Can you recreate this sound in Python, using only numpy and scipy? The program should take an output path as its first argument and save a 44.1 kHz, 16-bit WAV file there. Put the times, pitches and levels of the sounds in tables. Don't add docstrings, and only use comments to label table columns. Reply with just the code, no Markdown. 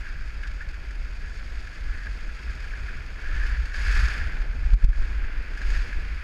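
import sys
import numpy as np
from scipy import signal
from scipy.fft import rfft, irfft
from scipy.io import wavfile
from scipy.ndimage import uniform_filter1d

SR = 44100
rng = np.random.default_rng(int(sys.argv[2]) if len(sys.argv) > 2 else 0)


def natural_amplitude(level_db):
    exponent = np.asarray(level_db, float) / 20
    return 10 ** exponent


def dump_mix(stems):
    frames = np.atleast_2d(stems).T
    limited = np.clip(frames, -1, 1)
    pcm = np.round(limited * 32767).astype(np.int16)
    wavfile.write(sys.argv[1], SR, pcm)


N = 274743

# start_s, hiss_db (edge pressure), brightness_db (snow hardness)
EDGES = [(0, -49.5, 2), (.2, -51, 2), (1.05, -52, 2.5), (1.3, -51.5, 4.5), (2.1, -50, 3.5), (2.9, -48, 1.5),
         (3.1, -50, 2), (3.47, -44, 1), (3.73, -51.5, 3.5), (3.745, -44, 6), (3.98, -37, 4.5),
         (4.3, -44.5, -.5), (4.5, -50, 0), (5.0, -48.5, 2.5), (5.25, -47, -4.5), (5.56, -48, 0),
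         (5.75, -44, 5.5), (5.98, -47, -1)]
# top_s, push_db, pointed_share [0-1], swing_hz, crackle_db
HARD_GUSTS = [
    (4.7352, -5.5, .12, 41, -40),
    (4.8432, -3.4, .35, 31, -39.5),
    (4.8910, -9, .15, 35, -48),
]


def even(x):
    return x / np.sqrt(np.mean(x ** 2) + 1e-20)


def columns(rows):
    s, *values = np.transpose(rows)
    return [np.interp(np.arange(N) / SR, s, v) for v in values]


def lumps(rows):
    t = np.arange(N) / SR
    return sum(natural_amplitude(2 * db) * np.exp(-((t - s) / max(half_s, .005)) ** 2) for s, db, half_s in rows)


def coloured(points):
    f, db = np.transpose(points)
    hz = np.fft.rfftfreq(N, 1 / SR)
    gain = natural_amplitude(np.interp(np.log(hz + 1), np.log(f + 1), db))
    return even(irfft(rfft(rng.standard_normal(N)) * gain, N))


def drift(low_hz, high_hz):
    return coloured([(low_hz / 2, -40), (low_hz, 0), (high_hz, -3), (high_hz * 2, -40), (high_hz * 8, -130)])


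def high_pass(x, hz):
    return signal.sosfilt(signal.butter(3, hz, "high", fs=SR, output="sos"), x)


def resonate(x, modes):
    hz = abs(np.fft.fftfreq(8192, 1 / SR))
    power = sum(natural_amplitude(2 * db) / (1 + (2 * (hz - f) / width_hz) ** 2) ** 2 for f, width_hz, db in modes)
    log_gain = np.log(power + 1e-10) / 2
    phase = -signal.hilbert(log_gain).imag
    taps = np.fft.ifft(np.exp(log_gain + 1j * phase)).real[:2048]
    return signal.oaconvolve(x, taps / np.linalg.norm(taps))[:N]


def add(mix, s, sound):
    part = mix[round(s * SR):][:len(sound)]
    part += sound[:len(part)]


def ducked():
    duck_db, lag_s, recovery_s = -9, 0.012, 0.062
    after_s = np.arange(N)[None] / SR - np.array(HARD_GUSTS)[:, :1] - lag_s
    dip = np.clip(after_s / .004, 0, 1) * np.exp(-(after_s / recovery_s) ** 2)
    return natural_amplitude(duck_db * dip.max(0))


def wind():
    # start_s, calm_db (pressure between gusts), roar_db
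    wind_course = [(0, -32.5, -56), (.9, -32, -54.5), (1.4, -32, -53.5), (1.85, -45, -54.5),
                   (2.4, -39.5, -53.5), (2.8, -28.5, -54), (3.2, -37, -53), (3.32, -22, -53),
                   (3.7, -32.5, -54), (3.85, -22, -54), (4.15, -36, -52), (4.4, -35, -49.5),
                   (4.7, -18.5, -52.5), (4.95, -32, -50), (5.2, -22.5, -52), (5.5, -38, -52),
                   (5.85, -30.5, -51.5), (6.23, -34, -56)]
    # top_s, pressure_db, half_s, fast_share_db (small fast eddies)
    gust_events = [(0.2, -29.5, 0.053, 5), (0.394, -29.3, 0.025, -15), (0.528, -29, 0.041, -1),
                   (0.685, -37.5, 0.025, 12), (0.996, -30, 0.064, -11), (1.23, -35, 0.029, 7),
                   (1.432, -43, 0.017, 3), (1.58, -30, 0.091, -3), (1.9, -24, 0.077, -2),
                   (2.108, -27.5, 0.041, 2.5), (2.277, -30, 0.067, 2), (2.49, -27, 0.026, 4.5),
                   (2.634, -35, 0.016, 13), (2.978, -31.5, 0.02, 12.5), (3.136, -39, 0.015, 16),
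                   (3.515, -24, 0.11, 3.5), (3.894, -19.5, 0.017, 3), (4.018, -16.5, 0.053, 1.5),
                   (4.22, -23.5, 0.065, 2.5), (4.34, -25, 0.025, -13), (4.415, -21.5, 0.019, -11),
                   (4.5, -26, 0.022, -6), (5.007, -17.5, 0.029, -19), (5.396, -23.5, 0.021, -6),
                   (5.53, -28.5, 0.039, -6), (5.728, -19, 0.068, -7), (5.979, -18.5, 0.015, -3),
                   (6.1, -30, 0.07, 5)]
    # hz, level_db per Hz
    eddy_spectrum = [(7.1, -24), (12, 4), (32, 2.5), (50, 3.5), (69, -6.5), (102, -23), (230, -44),
                     (440, -120)]
    # hz, level_db per Hz
    roar_spectrum = [(60, -9.5), (110, 0), (200, -6.5), (400, -11), (700, -15.5), (1100, -18.5),
                     (1500, -62), (9000, -85)]

    calm_db, roar_db = columns(wind_course)
    roar_db = roar_db + 0.3 * (columns(EDGES)[0] + 50)
    slow_power = natural_amplitude(2 * calm_db) + lumps([(s, db, half_s) for s, db, half_s, _ in gust_events])
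    fast_power = natural_amplitude(2 * calm_db) + lumps([(s, db + share_db, half_s) for s, db, half_s, share_db in gust_events])

    eddies = coloured(eddy_spectrum)
    own_level = np.sqrt(uniform_filter1d(uniform_filter1d(eddies ** 2, 2000), 2000) + 1e-3)
    eddies = even(eddies / own_level ** 0.56)
    fast = signal.sosfiltfilt(signal.butter(3, 58, "high", fs=SR, output="sos"), eddies)
    slow = eddies - fast
    eddies = np.sqrt(slow_power) * slow + np.sqrt(fast_power) * natural_amplitude(drift(2.3, 24.8)) * fast

    first_s, last_s = HARD_GUSTS[0][0], HARD_GUSTS[-1][0]
    swept_s = [first_s - .03, first_s - .01, last_s + .02, last_s + .04]
    swept = np.interp(np.arange(N) / SR, swept_s, [1, .12, .12, 1])
    roar = natural_amplitude(roar_db + 3.0 + 1.6 * drift(5.9, 29.0)) * coloured(roar_spectrum)
    return eddies * swept + roar * ducked()


def skis():
    # top_s, level_db, half_s
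    chatter_bouts = [(0.08, -43, .05), (0.445, -43.5, 0.043), (0.619, -36.5, 0.013), (0.92, -61, 0.022),
                     (1.257, -44, 0.024), (1.68, -45, .018), (1.751, -44, .02), (1.98, -40.5, .07),
                     (2.075, -45, .02), (2.505, -46, 0.025), (2.644, -45, .019), (2.75, -53, .022),
                     (2.883, -41.5, .05), (3.3, -43, 0.09), (3.447, -36.5, 0.13), (3.672, -38, 0.0089),
                     (3.765, -35, 0.025), (3.97, -31.5, 0.14), (4.2, -35.5, 0.084), (4.824, -47, .018),
                     (4.94, -37, 0.029), (5.029, -36.5, 0.011), (5.388, -40.5, .022), (5.582, -49, .012),
                     (5.63, -40, 0.011), (5.752, -33.5, 0.022), (5.852, -40, 0.028)]
    # start_s, peak_db, treble_db (re peak), snap_db (first break)
    crust_events = [(0.0672, -32.5, -33, 5.5), (0.4331, -19, -32, -10), (0.4714, -35, -9.5, -1),
                    (0.606, -30.5, -35, 1.5), (0.687, -35, -13, -3), (0.742, -27, -24, -15),
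                    (0.9072, -34.5, -14, 3), (1.672, -34.5, -17, 2), (1.7664, -52, -13, -2),
                    (2.0682, -32, -32, 6), (2.292, -35, -27, 3), (2.495, -32, -31, 5), (2.64, -34, -17, 0),
                    (2.7355, -35.5, -34, 8.5), (3.2585, -30, -30, 1.5), (3.5475, -30.5, -33, 6),
                    (3.6546, -23, -20, -3.5), (3.738, -31, -20, 2), (3.7436, -32.5, -22, 10.5),
                    (3.8147, -35, -14, -7), (3.8694, -47, -15, 1.5), (5.242, -33, -32, 3),
                    (5.5738, -28, -16.5, 1.5), (5.6161, -28.5, -15.5, 1), (5.702, -26, -13, -4),
                    (5.9282, -24, -28, -2)]
    # hz, width_hz, level_db
    housing_modes = [(1464, 388, 4), (2205, 800, 1.5), (2533, 370, -3), (3264, 1170, -10.5),
                     (4697, 1150, -9.5), (5510, 500, -20.5), (6574, 910, -17.5), (7780, 1260, -27.5),
                     (9020, 1500, -30), (10840, 1240, -31.5), (12200, 1900, -39), (13900, 990, -42)]
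    # hz, width_hz, level_db
    cavity_modes = [(1680, 200, 1), (1666, 506, -2.5)]
    grains_per_s, grain_db, spread_db = 900, -10.0, 7.5
    crust_s, snap_hz = 0.011, 1658

    edge_db, bright_db = columns(EDGES)
    press_db = edge_db + 50
    bouts = lumps(chatter_bouts)
    hiss_db = 10 * np.log10(natural_amplitude(2 * edge_db) + natural_amplitude(2 * -17) * bouts)
    ring_db = 10 * np.log10(natural_amplitude(2 * (-49.5 + 1.12 * press_db)) + natural_amplitude(2 * -2) * bouts)
    spray_db = -0.5 + 0.29 * press_db - 0.72 * bright_db

    grains = natural_amplitude(spread_db * np.minimum(rng.exponential(1, N), 4)) * (rng.random(N) < grains_per_s / SR)
    grains *= rng.choice([-1., 1.], N)
    slide = even(rng.standard_normal(N) + natural_amplitude(grain_db) * even(grains))
    chatter_db = drift(9.9, 62)
    low = natural_amplitude(hiss_db + 0.46 * chatter_db + 0.8 * drift(2.1, 68)) * slide
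    high = natural_amplitude(hiss_db + bright_db + 0.19 * chatter_db + 1.3 * drift(0.77, 50)) * slide
    ring = natural_amplitude(ring_db - 2.0 + 1.85 * drift(2.3, 56)) * rng.standard_normal(N)

    snaps = np.zeros(N)
    t = np.arange(2600) / SR
    jolt = np.minimum(t / .0015, 1) * np.exp(-t / .004) * np.sin(2 * np.pi * snap_hz * t)
    for s, peak_db, treble_db, snap_db in crust_events:
        burst = np.exp(-(t / crust_s) ** 2) * rng.standard_normal((3, len(t)))
        add(snaps, s, natural_amplitude(peak_db + snap_db) * jolt)
        add(ring, s, natural_amplitude(peak_db - 24.0) * burst[0])
        add(low, s, natural_amplitude(peak_db - 21.5) * burst[1])
        add(high, s, natural_amplitude(peak_db + treble_db + 5.0) * burst[2])

    body = signal.sosfilt(signal.butter(3, 3800, fs=SR, output="sos"), low)
    spray = (natural_amplitude(spray_db) - 1) * high_pass(high, 8200)
    drive = body + high_pass(high, 3800) + spray
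    return ducked() * (natural_amplitude(2.0) * resonate(drive, housing_modes) + resonate(ring, cavity_modes)) + snaps


def blows():
    lead_s, crackle_s = .04, .003
    crackle_spectrum = [(300, 8), (1200, 4), (3000, 0.0), (5000, -2.5),
                        (7000, -9.5), (13000, -18), (16000, -27)]
    push, crackle = np.zeros(N), np.zeros(N)
    t = np.arange(-lead_s * SR, .09 * SR) / SR
    tip = np.exp(-abs(t) / .003)
    swing_decay = np.where(t < 0, np.exp(t / .012), np.exp(-(t / .027) ** 2))
    fade = signal.windows.tukey(len(t), .3)
    for s, push_db, pointed, swing_hz, crackle_db in HARD_GUSTS:
        swing = np.cos(2 * np.pi * swing_hz * t) * swing_decay
        add(push, s - lead_s, natural_amplitude(push_db) * ((1 - pointed) * swing + pointed * tip) * fade)
        add(crackle, s - lead_s, natural_amplitude(crackle_db) * np.exp(-(t / crackle_s - .6) ** 2))
    smooth = signal.sosfilt(signal.butter(2, 260, fs=SR, output="sos"), push)
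    return smooth + crackle * coloured(crackle_spectrum)


def scene():
    self_noise = natural_amplitude(-74.5) * ducked() * rng.standard_normal(N)
    return (wind() + skis() + blows() + self_noise)[None]


def limited(x):
    level_db = 20 * np.log10(abs(uniform_filter1d(x[0], 60)) + 1e-9)
    fall_db = np.arange(N) * 220. / SR
    held_db = np.maximum.accumulate(level_db + fall_db) - fall_db
    over_db = np.maximum(held_db + 11.0, 0)
    late_db = np.roll(signal.lfilter([.004], [1, -.996], over_db), 180)
    return x / natural_amplitude(0.7 * late_db)


def thinned(x):
    from_hz, keep_db = 12800, -1.5
    hz, _, z = signal.stft(x, SR, nperseg=2048, noverlap=1024)
    sliver = uniform_filter1d(abs(z) ** 2, size=6, axis=-2)
    around = uniform_filter1d(np.median(sliver, axis=-1, keepdims=True), size=30, axis=-2)
    reach_db = np.clip((hz - from_hz) / 60., -40, 1.5) + np.clip((hz - 14350) / 150., 0, 4)
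    kept = sliver > around * natural_amplitude(2 * (keep_db + reach_db[:, None] - 1))
    return signal.istft(z * kept, SR, nperseg=2048, noverlap=1024)[1][..., :N]


def top_cut(x):
    return signal.sosfilt(signal.butter(12, 15440, fs=SR, output="sos"), x)


def record(dry):
    edge = signal.firwin(601, 15080, window=("kaiser", 9), fs=SR)
    mix = thinned(signal.oaconvolve(limited(dry), edge[None], "same"))
    return top_cut(mix)


dry = scene()
out = record(dry)
dump_mix(out)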